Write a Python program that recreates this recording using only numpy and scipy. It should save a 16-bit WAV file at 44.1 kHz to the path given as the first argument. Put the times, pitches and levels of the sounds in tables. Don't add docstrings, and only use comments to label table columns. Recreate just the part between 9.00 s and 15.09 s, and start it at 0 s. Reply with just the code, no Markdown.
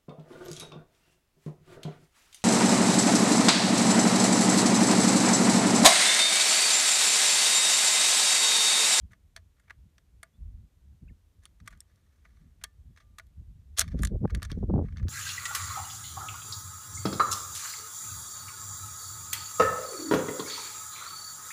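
import sys
import numpy as np
from scipy import signal
from scipy.fft import rfft, irfft
from scipy.io import wavfile
from scipy.ndimage import uniform_filter1d

SR = 44100
rng = np.random.default_rng(int(sys.argv[2]) if len(sys.argv) > 2 else 0)


def master(y):
    cut = np.clip(np.atleast_2d(y).T, -1, 1)
    pcm = np.round(cut * 32767)
    wavfile.write(sys.argv[1], SR, pcm.astype(np.int16))


N = 268569
TIME = np.arange(N) / SR


def undb(db):
    return 10 ** (np.asarray(db) / 20)


def unit(x):
    return x / np.sqrt(np.mean(x ** 2))


def band(x, lo_hz, hi_hz, order=2):
    sos = signal.butter(order, [lo_hz, min(hi_hz, .45 * SR)], "band", fs=SR, output="sos")
    return signal.sosfilt(sos, x)


def ring(x, hz, t60):
    radius = np.exp(-np.log(1000) / (t60 * SR))
    poles = [1, -2 * radius * np.cos(2 * np.pi * hz / SR), radius * radius]
    return signal.lfilter([1, 0, -1], poles, x) * np.sqrt((1 - radius * radius) / 2)


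def walk(rate):
    hold = max(int(SR / rate), 1)
    steps = np.repeat(rng.standard_normal(N // hold + 1), hold)
    return uniform_filter1d(uniform_filter1d(steps, hold), hold)[:N]


def grit(scatter_db):
    return unit(rng.standard_normal(N) * undb(scatter_db * walk(3000)))


def rifle():
    # (frequency [Hz], relative level [dB], t60 [s])
    stock_modes = [(444, -13, 0.023), (659.6, -7.5, 0.08), (1195.5, 1, 0.024), (1449, -2, 0.029),
                   (1699, 4, 0.013), (1953, 1.5, 0.0099), (2190, -4.5, .025)]
    steel_modes = [(3270, -5.5, 0.0077), (3295, -10, 0.055), (3600, -2.5, .02), (4100, -5, 0.01477),
                   (4480, -5, 0.037), (5320, -7.5, 0.013), (5630, -4, 0.017), (6202, -1.5, 0.014)]
    brass_modes = [(6940, 2.5, 0.0033), (8220, -2.5, .012), (9070, -4, 0.016), (9470, -2, 0.0067),
                   (11050, -8, 0.012), (11990, -7, 0.016)]
    # (low edge [Hz], high edge [Hz], level against its modes [dB])
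    crack_bands = [(1085, 2380, 1.5), (2660, 5200, 0), (5900, 11970, -1.5)]
    parts = (stock_modes, steel_modes, brass_modes)
    out = 0
    for blow, rub, modes, (lo_hz, hi_hz, crack_db) in zip(blows(), rubs(), parts, crack_bands):
        force = np.hypot(blow, rub)
        rings = sum(undb(db) * ring(force * grit(4.6), hz, t60) for hz, db, t60 in modes)
        crack_force = np.hypot(blow, .3 * rub)
        crack = band(crack_force * grit(6.0), lo_hz, hi_hz, order=3)
        crack = crack * np.sqrt(SR / 2 / (hi_hz - lo_hz))
        out = out + undb(-10.0) * (rings + undb(crack_db) * crack)
    return out + pings()


def blows():
    # (time [s], force on the stock [dB], steel over stock [dB], brass over steel [dB],
    # chatter time scale [ms])
    contacts = [(.1194, -64.5, -5, 3, 8.5), (0.1331, -50.5, -9, -8, 3.7), (0.3635, -39.5, 4.5, -7, 2.3),
                (0.3723, -49.5, -8.5, -6, 8), (0.598, -62.5, -14.5, 9, 5.9), (.681, -58.5, -27, 0, 8.5),
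                (0.6985, -45.5, -16, -19, 3.9), (0.7067, -37, -20, -17, 3.6),
                (0.9816, -51, -6.5, -7.5, 2.8), (1.2314, -34.5, -13.5, 10, 2.3),
                (2.4357, -65.5, -5, 5, 8.5), (2.4544, -51, 11, 0.5, 0.7), (2.4595, -57.5, -9, 4, 5.3),
                (2.6015, -56.5, -3, -6, 3.3), (2.6602, -62.5, -3, -1, 13), (2.6764, -37, -5.5, -0.5, 4.5),
                (2.707, -61, -8, 4, 18), (2.727, -54.5, -11, -4, 11), (2.775, -81, 12, 2, 2.4),
                (2.805, -65, 16, 12, 1.5), (2.8144, -64, -6, 4, 2.4), (2.9582, -77, 10, 0.5, 2),
                (3.252, -54.5, -20, -9, 8.6), (3.615, -58.5, -7, -10, 12.4), (3.639, -37.5, 6, 2.5, 3.5),
                (3.6469, -43, -9, -24, 4.8), (3.9627, -60, 0, -15, 2.9), (3.974, -55, -5, -7.5, 11),
                (4.003, -60, -3, -12, 15), (4.1851, -41, -3.5, 1.5, 4.3), (4.1975, -41, -11.5, -6, 3.7),
                (4.268, -71.5, 6.5, 1, .7), (4.769, -51.5, 2, -15, 9.4), (4.776, -46.5, 12.5, -4.5, 15),
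                (4.7848, -31, 6.5, 2.5, 6.8), (4.793, -24.5, 8, 3.5, 3.6), (4.8051, -23.5, 6.5, -5, 1.5),
                (4.8105, -34.5, 17, -4.5, 2.3), (4.8147, -25.5, -0.5, -3, 4.8), (4.8406, -47, -13, -4, 3.4),
                (4.879, -49, -2, -6, 3.4), (4.8854, -57, 2, -14, 5), (4.918, -56.5, -1.5, -18.5, 11),
                (4.9908, -51, 3, -8, 5), (5.0022, -64.5, 3, 1, 4.6), (5.022, -64.5, 11.5, 13.5, 4.6),
                (5.0336, -29, -2.5, 3, 2.23), (5.0501, -37.5, 6, 3.5, 3.7), (5.0722, -44.5, 8.5, -2.5, 2.1),
                (5.2775, -54.5, -20.5, -6, 3.7), (5.299, -46, -25.5, 8, 2.8), (5.3042, -46, -5, -11, 5.4),
                (5.349, -38, 0, -0.5, 3.1), (5.359, -51, -16, -2, 2.6), (5.373, -55, -9, 3, 3),
                (5.3985, -54, -21, -9, 2.2), (5.4209, -34.5, -12, -9, 2.7), (5.429, -35.5, 2.5, -3, 2.9),
                (5.4411, -47, 1, -12, 3.6), (5.4503, -39, -1.5, -2, 3.9), (5.5006, -46, -6, -17, 13),
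                (5.516, -39, 10, -14, 1.37), (5.5272, -49.5, -2.5, -17, 2), (5.5504, -65.5, -14, -5, 4.2),
                (5.853, -60, -18, -10, 11), (5.885, -53, -18, -15.5, 4.3), (5.9246, -56, -11, -16, 4.9),
                (5.962, -57, -21, -6, 4), (5.9706, -47.5, 2, -22, 2.5), (5.9817, -54, 2, -17, 3.6),
                (5.992, -58, -3, -17, 4.9), (5.9977, -52.5, -14, -13, 7.9), (6.028, -57, -8, -13, 11.6),
                (6.072, -54, -11.5, -3, 2.4), (6.0837, -42.5, 11, -15.5, 1.28)]
    power = np.zeros((3, N))
    t = np.arange(-200, 3000) / SR
    after = np.maximum(t, 0)
    rattle = undb([[-24], [-30], [-34]]) ** 2 * np.exp(-after / 0.00866)
    tick = 1.5 * np.exp(-after / 0.00021)
    for s, db, steel_db, brass_db, ms in contacts:
        part_db = np.array([db, db + steel_db, db + steel_db + brass_db])
        hold = max(ms, .5) / 1000
        rise = np.exp(t / min(0.12 * hold, .0012))
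        chatter = np.exp(-(after / (0.53 * hold)) ** 1.25)
        shape = np.where(t < 0, rise, chatter + tick + rattle)
        i = int((s + t[0]) * SR)
        n = min(len(t), N - i)
        power[:, i:i + n] += undb(part_db[:, None]) ** 2 * shape[:, :n]
    return np.sqrt(power)


def rubs():
    # (start [s], length [s], force on the stock [dB], steel over stock [dB])
    strokes = [(0.105, 0.053, -69.5, -6), (0.561, 0.12, -76.5, -12), (2.418, 0.047, -73.5, -3),
               (2.634, 0.21, -77, -12), (2.853, 0.4, -79.5, -3), (3.218, 0.33, -77.5, -3.5),
               (3.962, 0.085, -81, -5), (4.811, 0.16, -68.5, -3), (4.96, .15, -68, -4),
               (5.273, 0.28, -68.5, -9.5), (5.562, 0.086, -77.5, 1), (5.822, 0.17, -72, -8.5)]
    edge_share = 0.09
    fade_db, brass_over_steel_db = -6.5, -9
    catches_per_s, catch_db, catch_s = 55, -4.5, .006
    rub = np.zeros((3, N))
    for s, length, db, steel_over_db in strokes:
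        part = (TIME - s) / length
        edges = np.clip(np.minimum(part, 1 - part) / edge_share, 0, 1)
        shape = undb(fade_db * np.clip(part, 0, 1)) * edges
        steel_db = db + steel_over_db
        rub += undb([[db], [steel_db], [steel_db + brass_over_steel_db]]) * shape
    catch = (rng.random(N) < catches_per_s / SR) * rng.exponential(size=N)
    catch = signal.lfilter([1], [1, -np.exp(-1 / (catch_s * SR))], catch)
    return rub * undb(3.5 * walk(170)) * (1 + undb(catch_db) * catch)


def pings():
    # (start [s], frequency [Hz], initial level [dB], t60 [s])
    free_modes = [(2.805, 5450, -44, .014), (3.647, 1775, -62, .22), (3.645, 1190, -63, .2),
                  (4.013, 1190, -75, .87)]
    out = np.zeros(N)
    for s, hz, db, t60 in free_modes:
        t = np.maximum(TIME - s, 0)
        out += undb(db) * np.exp(-np.log(1000) * t / t60) * np.sin(2 * np.pi * hz * t)
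    return out


def wind():
    # (time [s], rumble level [dB])
    course = [(0, -62), (1, -64.5), (2.3, -61), (3.05, -63.5), (3.9, -57), (4.7, -55.5), (4.88, -35),
              (5.2, -37.5), (5.5, -35.5), (5.8, -34.5), (5.9, -40), (6.09, -39)]
    # (start [s], length [s], rumble level [dB], flutter over rumble [dB])
    puffs = [(0, 0.077, -48, -19), (0.095, 0.03, -66, 10), (.2, 0.074, -58.5, -20), (.35, 0.17, -60.5, -19),
             (0.757, 0.13, -51, -18.5), (1.123, 0.09, -55, -31), (1.386, .27, -46, -14.5),
             (1.758, 0.2, -53, -23), (2.019, .12, -46, -5.5), (2.36, 0.055, -62, -21),
             (2.599, .19, -52.5, -8.5), (3.295, 0.24, -63, -15), (3.616, 0.025, -56, -18),
             (3.74, .2, -60, -21), (4.362, 0.065, -50.5, -4), (4.467, 0.14, -48, -21),
             (4.679, 0.034, -47, -36), (4.934, 0.045, -38.5, 2), (4.998, 0.086, -36.5, -4),
             (5.105, 0.065, -29, -5), (5.217, 0.058, -29.5, -1), (5.309, 0.075, -26.5, -1.5),
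             (5.562, 0.034, -29, -6.5), (5.612, 0.049, -25, -4), (5.673, .17, -31.5, -1.5),
             (5.9, 0.064, -44, -7.5), (6.004, 0.08, -31, -11.5)]
    puff_edge_s, course_flutter_over_rumble_db = 0.037, -12.5
    swirl_db, flutter_swirl_db = 1, 3.5
    s, course_db = np.transpose(course)
    force = undb(np.interp(TIME, s, course_db)) * undb([[0], [course_flutter_over_rumble_db]])
    for s, length, db, over_db in puffs:
        inside_s = np.minimum(TIME - s, s + length - TIME)
        puff = np.clip(inside_s / puff_edge_s + .5, 0, 1) ** 2
        force = force + undb([[db], [db + over_db]]) * puff
    rumble_db, flutter_db = 20 * np.log10(force) + swirl_db * walk(17)
    flutter_db = flutter_db + flutter_swirl_db * walk(25)
    rumble = unit(band(rng.standard_normal(N) * undb(1.8 * walk(18)), 33, 88, order=3))
    flutter = unit(band(rng.standard_normal(N) * undb(5.8 * walk(36)), 91, 207.7, order=3))
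    grain = unit(band(rng.standard_normal(N) * undb(8.7 * walk(90)), 270, 560, order=4))
    grain_db = flutter_db - 13.5 + 0.68 * (flutter_db + 29)
    return undb(rumble_db) * rumble + undb(flutter_db) * flutter + undb(grain_db) * grain


def pops():
    # (time [s], level [dB])
    clusters = [(2.025, -51.5), (2.108, -55), (4.411, -56.5), (4.945, -35.5), (4.993, -38), (5.119, -43),
                (5.155, -38.5), (5.231, -33.5), (5.247, -28.5), (5.339, -42.5), (5.518, -38.5),
                (5.575, -38.5), (5.628, -33), (5.696, -30.5), (5.737, -29.5), (5.758, -31.5),
                (5.777, -31.5), (5.788, -31), (5.812, -35), (5.835, -38.5), (6.05, -42)]
    spread_ms = 13.5
    eddy_ms, eddy_at_db, eddy_ms_per_db = 0.35, -31, .024
    out = np.zeros(N)
    chance = rng.random((len(clusters), 3, 10, 1))
    ms = np.arange(1500) / SR * 1000
    for (s, db), (when, wide, push) in zip(clusters, chance):
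        scale_ms = max(eddy_ms + eddy_ms_per_db * (eddy_at_db - db), .2)
        width_ms = scale_ms * (1.87 + 2.4 * wide)
        bumps = (1 + ((ms - 3 - spread_ms * when) / width_ms) ** 2) ** -2.5
        pressure = ((push - .5) * bumps).sum(axis=0)
        pop = unit(band(pressure, 97, 2600))
        i = int((s - .003) * SR)
        n = min(len(ms), N - i)
        out[i:i + n] += undb(db) * pop[:n]
    return out


def chirps():
    # (start [s], length [s], first frequency [Hz], last frequency [Hz], peak level [dB])
    glides = [(.005, 0.029, 3050, 3400, -77), (1.316, 0.067, 3270, 3670, -78.5),
              (2.073, 0.011, 1610, 1500, -70), (2.078, 0.016, 2250, 2960, -61),
              (2.091, 0.0091, 2100, 2220, -60), (2.093, 0.023, 1830, 1780, -69.5)]
    out = np.zeros(N)
    for s, length, from_hz, to_hz, db in glides:
        n, i = int(length * SR), int(s * SR)
        phase = 2 * np.pi * np.cumsum(np.linspace(from_hz, to_hz, n)) / SR
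        out[i:i + n] += undb(db) * np.hanning(n) * np.sin(phase)
    return out


def hiss():
    # (frequency [Hz], relative density [dB per Hz])
    density = [(150, -39), (250, 0.5), (775, -11.5), (1160, -13), (2910, -16), (3710, -16), (4900, -19.5),
               (6250, -18), (12300, -22), (14400, -21), (16000, -45.5)]
    hz, db = np.transpose(density)
    f = np.arange(N // 2 + 1) * SR / N + 1
    weight = undb(np.interp(np.log(f), np.log(hz), db))
    return undb(-77.5) * unit(irfft(rfft(rng.standard_normal(N)) * weight, N))


def scene():
    return (rifle() + wind() + pops() + chirps() + hiss())[None]


def record(dry):
    heard = signal.sosfilt(signal.butter(3, 40, "high", fs=SR, output="sos"), dry)
    top_hz = 16200
    return signal.sosfilt(signal.ellip(10, .2, 80, top_hz, fs=SR, output="sos"), heard)


dry = scene()
out = record(dry)
master(out)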